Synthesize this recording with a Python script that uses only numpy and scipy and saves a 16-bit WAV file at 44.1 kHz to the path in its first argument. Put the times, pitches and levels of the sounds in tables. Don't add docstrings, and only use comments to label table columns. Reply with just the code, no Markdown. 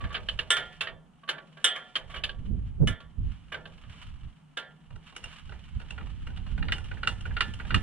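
import sys
import numpy as np
from scipy import signal
from scipy.fft import rfft, irfft, next_fast_len
from scipy.io import wavfile
from scipy.ndimage import uniform_filter1d

SR = 44100
rng = np.random.default_rng(int(sys.argv[2]) if len(sys.argv) > 2 else 0)


def file_out(sig):
    cols = np.atleast_2d(sig).T
    lim = np.clip(cols, -1, 1)
    pcm = np.round(lim * 32767).astype(np.int16)
    wavfile.write(sys.argv[1], SR, pcm)


N = 344862
TIME = np.arange(N) / SR


# t/s, mid level/dB (before a common trim), hardness = bright against mid/dB,
# free ring/dB (relative), drag/s, pitch favoured by the contact point f/Hz
KNOCKS = [(0.002, -45.5, -7, -20, .004, 1140), (0.037, -39.5, -7.5, -18, 0.0024, 1170),
          (0.102, -42.5, -11, -18.5, 0.0021, 1156), (0.141, -33.5, 2.5, -35, .0037, 2700),
          (0.165, -37, -6.5, -33, .0012, 1240), (0.286, -36, 9, -38.5, .0005, 3006),
          (0.389, -32, 5, -34, 0.00088, 2850), (0.504, -23.5, 4, 4.5, 0.00049, 3060),
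          (0.566, -29.5, -2, -5.5, .0006, 1420), (0.806, -34, 6, -13.5, 0.0022, 2710),
          (0.867, -35.5, -4.5, -34, .003, 1830), (1.232, -57, -4, -37, 0.0026, 1530),
          (1.275, -45.5, -1, -24.5, 0.0029, 1540), (1.289, -29, 1.5, -18, .0004, 1546),
          (1.378, -44, -7.5, -27.5, 0.00212, 1510), (1.569, -51, -6.5, -11, 0.0014, 1607),
          (1.642, -25, 6.5, 7.5, 0.00079, 2970), (1.750, -39, 0, -8.5, .006, 3080),
          (1.954, -32, 7, -26.5, 0.00095, 3160), (2.094, -50.5, -3.5, -3, .005, 3320),
          (2.137, -40, -4, -15, .004, 3190), (2.16, -41.5, 2, -22, 0.0011, 2930),
          (2.235, -35, 8, -22, .002, 2380), (2.289, -39, -.5, -33.5, .002, 1620),
          (2.873, -31.5, 3, -7, 0.00037, 2970), (3.0, -55.5, 1, -10, 0.0022, 1400),
          (3.518, -37, -4, -11, .0027, 2890), (3.543, -34, -8, -24, 0.00043, 1544),
          (3.654, -47, -1, -31, 0.00046, 1580), (3.836, -56.5, -4.5, -41, 0.00047, 1220),
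          (3.936, -61, -18, -15, .0007, 1150), (4.569, -32.5, -3, -8, 0.0018, 1605)]
# f/Hz, level/dB per Hz
KNOCK_COLOUR = [(250, -9.5), (500, -3), (950, -8.5), (1250, -3), (2500, -5), (3200, 0.5), (3850, -10.5),
                (4700, -17.5), (7000, -19.5), (8500, -30.5), (10500, -25), (12000, -39.5), (15000, -47)]
# f/Hz, width/Hz, level/dB
LOADED_PEAKS = [(394, 50, 3), (655, 18, 8.5), (1400, 42, 3.5), (1598, 100, 9), (1735, 50, 8.5),
                (2256, 33.4, 5.5), (2960, 80, 5.5), (3050, 80, -3), (3480, 200, -3), (3630, 100, 1),
                (8930, 150, 4.5), (9450, 630, 8.5)]
KNOCK_DB, KNOCK_LOW_DB, KNOCK_LOW_FOLLOWS = -35, -45.5, 0.75
KNOCK_TOP_DB, TOP_PER_RING, TOP_DB_PER_DRAG_DOUBLING, TYPICAL_DRAG_S = -22, 0.46, -1, 0.0022


def wrench(size=27000):
    out, hz = np.zeros((2, N)), bins(size)
    body = colour(KNOCK_COLOUR, hz, LOADED_PEAKS) * fine_modes(size)
    for s, db, hardness_db, ring_db, drag, pitch_hz in KNOCKS:
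        struck = body * (0.5 + resonance(hz, pitch_hz, width=26, db=12.0))
        ringing_db = ring_db + 17
        tail_db = np.array([6, -5, -12, -23]) + 0.55 * ringing_db
        drag_doublings = np.log2(max(drag, 1e-4) / TYPICAL_DRAG_S)
        low_db = KNOCK_LOW_DB + KNOCK_LOW_FOLLOWS * (db - KNOCK_DB)
        top_db = KNOCK_TOP_DB + TOP_PER_RING * ringing_db + TOP_DB_PER_DRAG_DOUBLING * drag_doublings
        levels_db = [low_db, db, db + hardness_db, db + hardness_db + top_db]
        knock = blow(levels_db, struck,
                     crack_t60s=[0.12, 0.086, 0.087, 0.12], tail_t60s=[0.48, 0.23, 0.22, 0.15],
                     tail_db=tail_db, ring_db=ring_db - 0.5, drag=drag, side_db=-8.0, size=size)
        add(out, s, knock)
    return from_db(-3.0) * out


# f/Hz, level/dB, t60/s
HANDLE_MODES = [(665, -52, 0.11), (1139, -47.5, 0.28)]
HANDLE_FOLLOWS, HANDLE_DB_PER_DRAG_DOUBLING = 0.35, 3.5


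def handle(size=16000, scatter_db=2.0):
    out, t = np.zeros((2, N)), np.arange(size) / SR
    for s, db, _, _, drag, _ in KNOCKS:
        drag = max(drag, 1e-4)
        drag_doublings = np.log2(drag / TYPICAL_DRAG_S)
        strength_db = HANDLE_FOLLOWS * (db - KNOCK_DB) + HANDLE_DB_PER_DRAG_DOUBLING * drag_doublings
        notes = np.zeros(size)
        for hz, level_db, t60 in HANDLE_MODES:
            level = from_db(level_db + scatter_db * rng.standard_normal())
            notes += level * dying(t, t60) * np.sin(2 * np.pi * hz * t)
        add(out, s, from_db(strength_db) * np.minimum(t / drag, 1) * notes[None])
    return out


# t/s, mid level/dB (before a common trim), hardness = bright against mid/dB,
# top against bright/dB, pitch favoured by the contact point f/Hz
CLICKS = [(4.954, -56, -5, -11.5, 1360), (5.161, -43.5, 0.5, -8.5, 2960), (5.238, -46.5, 7.5, -14.5, 2780),
          (5.519, -48.5, -11, -25, 1380), (5.798, -50, -4.5, -19, 1480), (5.904, -49.5, 9.5, -18, 2720),
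          (5.977, -41.5, -12, -30, 1400), (6.006, -48.5, -8.5, -30, 1260), (6.268, -47, -3.5, -18, 1440),
          (6.37, -51.5, 0, -19, 1480), (6.623, -38.5, -4.5, -39, 1820), (6.779, -46, -2, -12.5, 1470)]
# t/s of the drop, level/dB,
# slowness against a normal turn, hardness/dB, pitch f/Hz
TURNS = [(6.72, -28, 0.95, 0, 3015), (7.072, -24.5, 1.06, -1, 1360), (7.406, -22.5, 1.02, -3.5, 1380),
         (7.743, -24, .97, -0.5, 1293)]
# t/s after the drop in a normal turn,
# level/dB against the drop, hardness/dB, top against bright/dB, pitch f/Hz
TURN = [(-0.151, -15, -12.5, -24, 1484), (-0.098, -23.5, -17, -38, 1680), (-0.04, -7, -7.5, -28, 1404),
        (0.126, -33, 9.5, -14, 3150)]
TICKING_S = (5.0, 6.5)
TICK_DB, TICK_HARDNESS_DB, TICK_TOP_DB, TICK_HZ = -51, -3.5, -18, 1300
DROP_TOP_DB = -20


def joint_contacts(count=8):
    contacts = list(CLICKS)
    for drop, drop_db, slowness, hardness_db, pitch_hz in TURNS:
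        contacts.append((drop, drop_db, hardness_db, DROP_TOP_DB, pitch_hz))
        for after, db, *timbre in TURN:
            contacts.append((drop + slowness * after, drop_db + db, *timbre))
    chances = rng.uniform(-1.2, 1, (count, 3))
    strongest_db = max(db for _, db in FRICTION)
    for slot, (when, strength, pitch) in zip(np.linspace(*TICKING_S, count), chances):
        s = slot + 0.12 * when
        friction_db = np.interp(s, *np.transpose(FRICTION)) - strongest_db
        tick_db = TICK_DB + 3 * strength + 0.5 * friction_db
        contacts.append((s, tick_db, TICK_HARDNESS_DB, TICK_TOP_DB, TICK_HZ * (1 + 0.2 * pitch)))
    return contacts


# f/Hz, level/dB per Hz
CLICK_COLOUR = [(250, -8.5), (950, -10), (1270, -2.5), (2000, -5.5), (3000, -7), (3900, -4), (4800, -13.5),
                (7000, -19.5), (10000, -33.5), (12000, -41), (15000, -55)]
# f/Hz, width/Hz, level/dB
SLACK_PEAKS = [(1446, 130, 6), (1610, 110, 4), (1937, 68, 10.5), (2430, 100, 7), (3057, 85, 3.5),
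               (2824, 61, 22.5), (4100, 150, -11), (4170, 55, 0), (7900, 140, -1.5), (9100, 370, 16)]
CLICK_DB, CLICK_LOW_DB, CLICK_LOW_FOLLOWS = -34, -47.5, 0.49


def joint(size=12000, echo_s=0.016, echo_db=-15):
    out, hz = np.zeros((2, N)), bins(size)
    body = colour(CLICK_COLOUR, hz, SLACK_PEAKS) * fine_modes(size)
    for s, db, hardness_db, top_db, pitch_hz in joint_contacts():
        struck = body * (0.5 + resonance(hz, pitch_hz, width=74, db=11.5))
        low_db = CLICK_LOW_DB + CLICK_LOW_FOLLOWS * (db - CLICK_DB)
        levels_db = [low_db, db, db + hardness_db, db + hardness_db + top_db]
        drag = np.interp(max(levels_db), [-38, -26], [0.002, 0.0009])
        click = blow(levels_db, struck,
                     crack_t60s=[0.034, 0.044, 0.026, 0.052], tail_t60s=[0.31, 0.24, 0.13, 0.33],
                     tail_db=[2.5, -20.0, -8, -15.0], ring_db=-27.5, drag=drag, side_db=-8.0, size=size)
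        add(out, s, click)
        add(out, s + echo_s, from_db(echo_db) * click)
    return from_db(-3.0) * out


# t/s, level/dB (before a trim and the grit)
FRICTION = [(0.0, -61), (0.76, -57), (0.96, -81.5), (1.59, -63.5), (1.76, -56.5), (2.2, -70), (2.4, -68.5),
            (2.98, -76.5), (3.99, -59.5), (4.4, -73), (4.9, -71), (5.23, -58), (5.71, -60.5), (7.82, -54.5)]
# t/s of the peak, level/dB (before the grit),
# time from the peak to 1/e of it/s
RUBS = [(0.136, -57, 0.0091), (2.141, -62, .042), (2.463, -62, 0.011), (2.679, -67, 0.026),
        (3.321, -65.5, 0.091), (3.997, -61.5, 0.072), (5.079, -65, 0.019), (5.308, -57.5, 0.055)]
# f/Hz, level/dB per Hz
THREAD = [(350, -29), (600, -12.5), (950, -5.5), (1250, 0.5), (2000, -5.5), (3000, 0), (3700, -10),
          (5200, -18), (8700, -25.5), (10700, -28.5), (13000, -51.5), (15000, -63)]
# f/Hz, width/Hz, level/dB
THREAD_PEAKS = [(1400, 180, -2.5), (2580, 100, -3), (3000, 150, 4)]


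def thread(grains_per_s=70, grain_db=5.0, grain_t60=0.089):
    friction_db, = in_time(FRICTION)
    rubbing = from_db(friction_db - 4.0) + sum(swell(*rub) for rub in RUBS)
    catches = (rng.random(N) < grains_per_s / SR) * rng.uniform(0, 2.3, N) ** 2
    grit = signal.lfilter([1], [1, -dying(2 / SR, grain_t60)], catches + 1e-18)
    size = next_fast_len(N, real=True)
    steel = colour(THREAD, bins(size), THREAD_PEAKS) * fine_modes(size) ** 0.6
    grit = uniform_filter1d(np.maximum(grit, 0), size=40)
    hiss = noise(steel, side_db=-7.0, size=size)[:, :N]
    return rubbing * np.sqrt(1 + from_db(grain_db) * grit) * hiss


REGISTER_EDGES_HZ = [250, 1000, 2500, 5000, 15500]
REGISTER_RING_DB = [8, 3.5, -3.5, 0]


def blow(levels_db, body, crack_t60s, tail_t60s, tail_db, ring_db, drag, side_db, size):
    t, hz, out = np.arange(size) / SR, bins(size), 0
    seat = np.minimum(t / max(drag, 1e-4) / 2, 1) ** 2
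    after = np.maximum(t - 2 * drag - 0.002, 0)
    skips = chatter(t, depth_db=2.1)
    for k, (low, high) in enumerate(zip(REGISTER_EDGES_HZ, REGISTER_EDGES_HZ[1:])):
        gain = body * (hz >= low) * (hz < high)
        crack = noise(gain, side_db, size) * dying(after, crack_t60s[k]) * skips
        tail = noise(gain, side_db, size) * dying(after, tail_t60s[k]) * from_db(tail_db[k])
        ring = from_db(ring_db + REGISTER_RING_DB[k]) * free_ring(t, low, high)
        sound = seat * (crack + tail + ring)
        strength = np.sqrt(np.mean(sound[:, :SR // 50] ** 2))
        out = out + from_db(levels_db[k]) * sound / strength
    return out


def chatter(t, depth_db, per_s=300):
    return from_db(depth_db * np.interp(t * per_s, np.arange(600), rng.standard_normal(600)))


# f/Hz, level/dB (relative), t60/s
FRAME_MODES = [(385, -9, 0.8), (655, 4, 0.4), (732, 0, .9), (1285, -10.5, .3), (1396, 5, 0.41),
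               (1580, -4, .28), (1747, 3.5, 0.42), (1830, -4, 0.31), (2006, -4, .3), (1900, -4, 0.39),
               (2160, -4, 0.29), (2344, -10, 0.25), (2800, -5, 0.22), (3155, 0, 0.42), (3282, -1, 0.35),
               (3390, -3, .3), (3461, 2, 0.25), (3495, -2, 0.4), (3548, 4, .2), (3690, 1, 0.16),
               (3790, -1, 0.15), (6230, -4.5, .12), (7560, -7.5, .12), (8272, 5, 0.11), (8390, -3, 0.096),
               (8904, -2, 0.07), (10050, -7.5, 0.1), (10170, -8.5, 0.1)]


def free_ring(t, low, high, scatter_db=1.5, port_phase=0.1):
    modes = [m for m in FRAME_MODES if low <= m[0] < high]
    hz, level_db, t60 = np.repeat(modes, 2, axis=0).T
    chance = rng.standard_normal((4, len(hz)))
    twin = np.arange(len(hz)) % 2
    hz = hz * (1 + 0.006 * twin * chance[3])
    weight = rms_one(from_db(level_db - 3.1 * twin + scatter_db * chance[0])) / np.sqrt(len(hz) / 2)
    phase = (2 * np.pi * (hz[:, None] * t + chance[1][:, None])).astype(np.float32)
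    fade = np.exp((-np.log(1000) * t / t60[:, None]).astype(np.float32))
    mid = (weight * np.cos(port_phase * chance[2])) @ (fade * np.sin(phase))
    side = (weight * np.sin(port_phase * chance[2])) @ (fade * np.cos(phase))
    return mid + side * [[1], [-1]]


# f/Hz, level/dB
LEFT_LEAN = [(380, 0.5), (700, -3.5), (1400, -4.5), (2800, -3), (5000, 0), (8500, -3), (13000, 8.5)]
# f/Hz, lag/rad
LEFT_LAG = [(0, 0.5), (1400, 0.3), (3100, 0.37), (4000, 1.3), (5300, 3.88), (8400, 1.5), (10500, 4.7),
            (13000, 1.8)]


def at_ports(x):
    size = next_fast_len(N + 256, real=True)
    hz = bins(size)
    lean = np.sqrt(colour(LEFT_LEAN, hz))
    lag = np.interp(hz, *np.transpose(LEFT_LAG))
    return irfft(rfft(x, size) * [lean * np.exp(-1j * lag), 1 / lean], size)[:, :N]


# t/s, level/dB (before a gain and the port balance)
BREEZE = [(0.0, -45), (0.17, -44.5), (1.35, -78.5), (2.02, -78), (2.18, -52), (2.63, -37), (2.79, -41.5),
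          (2.96, -56.5), (3.81, -55.5), (4.12, -57), (4.53, -73), (5.49, -57.5), (5.57, -51.5),
          (6.66, -35.5), (7.01, -42), (7.82, -41)]
# t/s of the peak, level/dB (before the port balance), time from the peak to 1/e of it/s,
# quick eddies against slow/dB
GUSTS = [(0.048, -29, 0.018, -18.5), (0.36, -44, 0.058, -33), (0.924, -55.5, 0.079, -14),
         (2.085, -45.5, 0.073, -24.5), (2.391, -39.5, .025, -20), (2.531, -38.5, 0.068, -4),
         (2.827, -27.5, 0.024, 0), (2.89, -24.5, 0.038, -13), (3.202, -30, 0.021, -19),
         (3.268, -29, 0.055, -24), (3.895, -42.5, 0.022, -38.5), (4.106, -43, 0.07, -42),
         (4.259, -38, 0.035, -22.5), (4.94, -39.5, 0.043, -33.5), (5.26, -49, 0.034, -26.5),
         (5.493, -39, .04, -28.5), (5.769, -31, 0.023, -39), (6.03, -44, 0.03, -13),
         (6.27, -45, 0.075, -20), (6.637, -34.5, 0.077, -13), (7.095, -41, .04, -24), (7.3, -35, 0.06, -25),
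         (7.494, -47.5, 0.019, 0), (7.754, -27.5, 0.041, -7.5)]
# f/Hz, level/dB per Hz
RUMBLE = [(15, -5), (30, -1), (55, 1), (105, -5), (150, -13.5), (250, -28), (500, -100)]
# f/Hz, level/dB per Hz
FLUTTER = [(50, -14.5), (110, -17), (170, 3), (260, -6.5), (400, -20), (700, -36), (1500, -74)]
BREEZE_GAIN_DB, FLUTTER_DB, FLUTTER_FOLLOWS = 3, -33, 0.58
BUFFET_REFERENCE_DB, BUFFET_DB, BUFFET_GROWTH = -26, -14.5, 1.9


def wind():
    breeze_db, = in_time(BREEZE)
    slow = from_db(breeze_db + BREEZE_GAIN_DB)
    quick = from_db(FLUTTER_DB + FLUTTER_FOLLOWS * breeze_db)
    for s, db, length, quick_db in GUSTS:
        gust = swell(s, db, length)
        slow = slow + gust
        quick = quick + from_db(quick_db) * gust
    rumble = slow * steady(RUMBLE, side_db=-3)
    flutter = from_db(2.0) * quick * steady(FLUTTER, side_db=-3.5)
    force = from_db(BUFFET_DB) * (quick / from_db(BUFFET_REFERENCE_DB)) ** BUFFET_GROWTH
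    buffet_colour = [(30, -13), (110, 12.0), (250, -9), (430, -9.0), (700, -24.5), (1500, -45), (4000, -78)]
    buffets = force * steady(buffet_colour, side_db=2)
    return (rumble + flutter) * from_db([[-3], [3]]) + buffets * from_db([[-4], [3.5]])


# f/Hz, level/dB per Hz
AIR = [(15, -21.5), (30, -11), (90, -31), (160, -6), (230, -7.5), (344, -26), (558, -28), (800, -22),
       (1310, -25.5), (2180, -37.5), (3010, -38), (4620, -49), (9520, -49), (12500, -66.5), (15000, -66.5)]
AIR_DB, HUM_DB, HUM_HZ = -61.5, -60, 155.3


def yard(hum_width_hz=16):
    size = next_fast_len(N, real=True)
    hum_gain = 1 / (1 + (2 * (bins(size) - HUM_HZ) / hum_width_hz) ** 2)
    hum = noise(hum_gain, side_db=-18, size=size)[:, :N]
    return from_db(HUM_DB) * hum + from_db(AIR_DB) * steady(AIR, side_db=-3)


def fine_modes(size, spacing_hz=26, depth_db=2.4):
    hz = np.arange(1000) * spacing_hz
    return from_db(depth_db * np.interp(bins(size), hz, rng.standard_normal(len(hz))))


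def resonance(hz, centre, width, db):
    return (from_db(db) - 1) / (1 + (2 * (hz - centre) / width) ** 2)


def colour(points, hz, peaks=()):
    at, level_db = np.transpose(points)
    smooth = from_db(np.interp(np.log(hz), np.log(at), level_db))
    return smooth * (1 + sum(resonance(hz, *peak) for peak in peaks))


def noise(gain, side_db, size):
    mid, side = irfft(rfft(rng.standard_normal((2, size))) * gain, size)
    return rms_one(mid + from_db(side_db) * side * [[1], [-1]])


def steady(points, side_db):
    size = next_fast_len(N, real=True)
    return noise(colour(points, bins(size)), side_db, size)[:, :N]


def swell(s, db, length):
    return from_db(db) * np.exp(-np.minimum(((TIME - s) / length) ** 2, 50))


def dying(t, t60):
    return from_db(-60 * t / t60)


def in_time(rows):
    s, *columns = np.transpose(rows)
    return [np.interp(TIME, s, c) for c in columns]


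def add(out, s, sound):
    start = max(int(s * SR), 0)
    out[:, start:start + sound.shape[1]] += sound[:, :max(N - start, 0)]


def bins(size):
    return np.maximum(np.fft.rfftfreq(size, 1 / SR), 1)


def from_db(db):
    return 10 ** (np.asarray(db) / 20)


def rms_one(x):
    return x / np.sqrt(np.mean(x ** 2) + 1e-20)


def scene():
    jack = wrench() + joint() + thread() + handle()
    return at_ports(jack) + wind() + yard()


def record(dry):
    treble = signal.sosfilt(signal.butter(1, 6000, "high", fs=SR, output="sos"), dry)
    top_cut = signal.ellip(10, 0.1, 80, 15300, fs=SR, output="sos")
    return signal.sosfilt(top_cut, dry + from_db(-1.5) * treble)


dry = scene()
out = record(dry)
file_out(out)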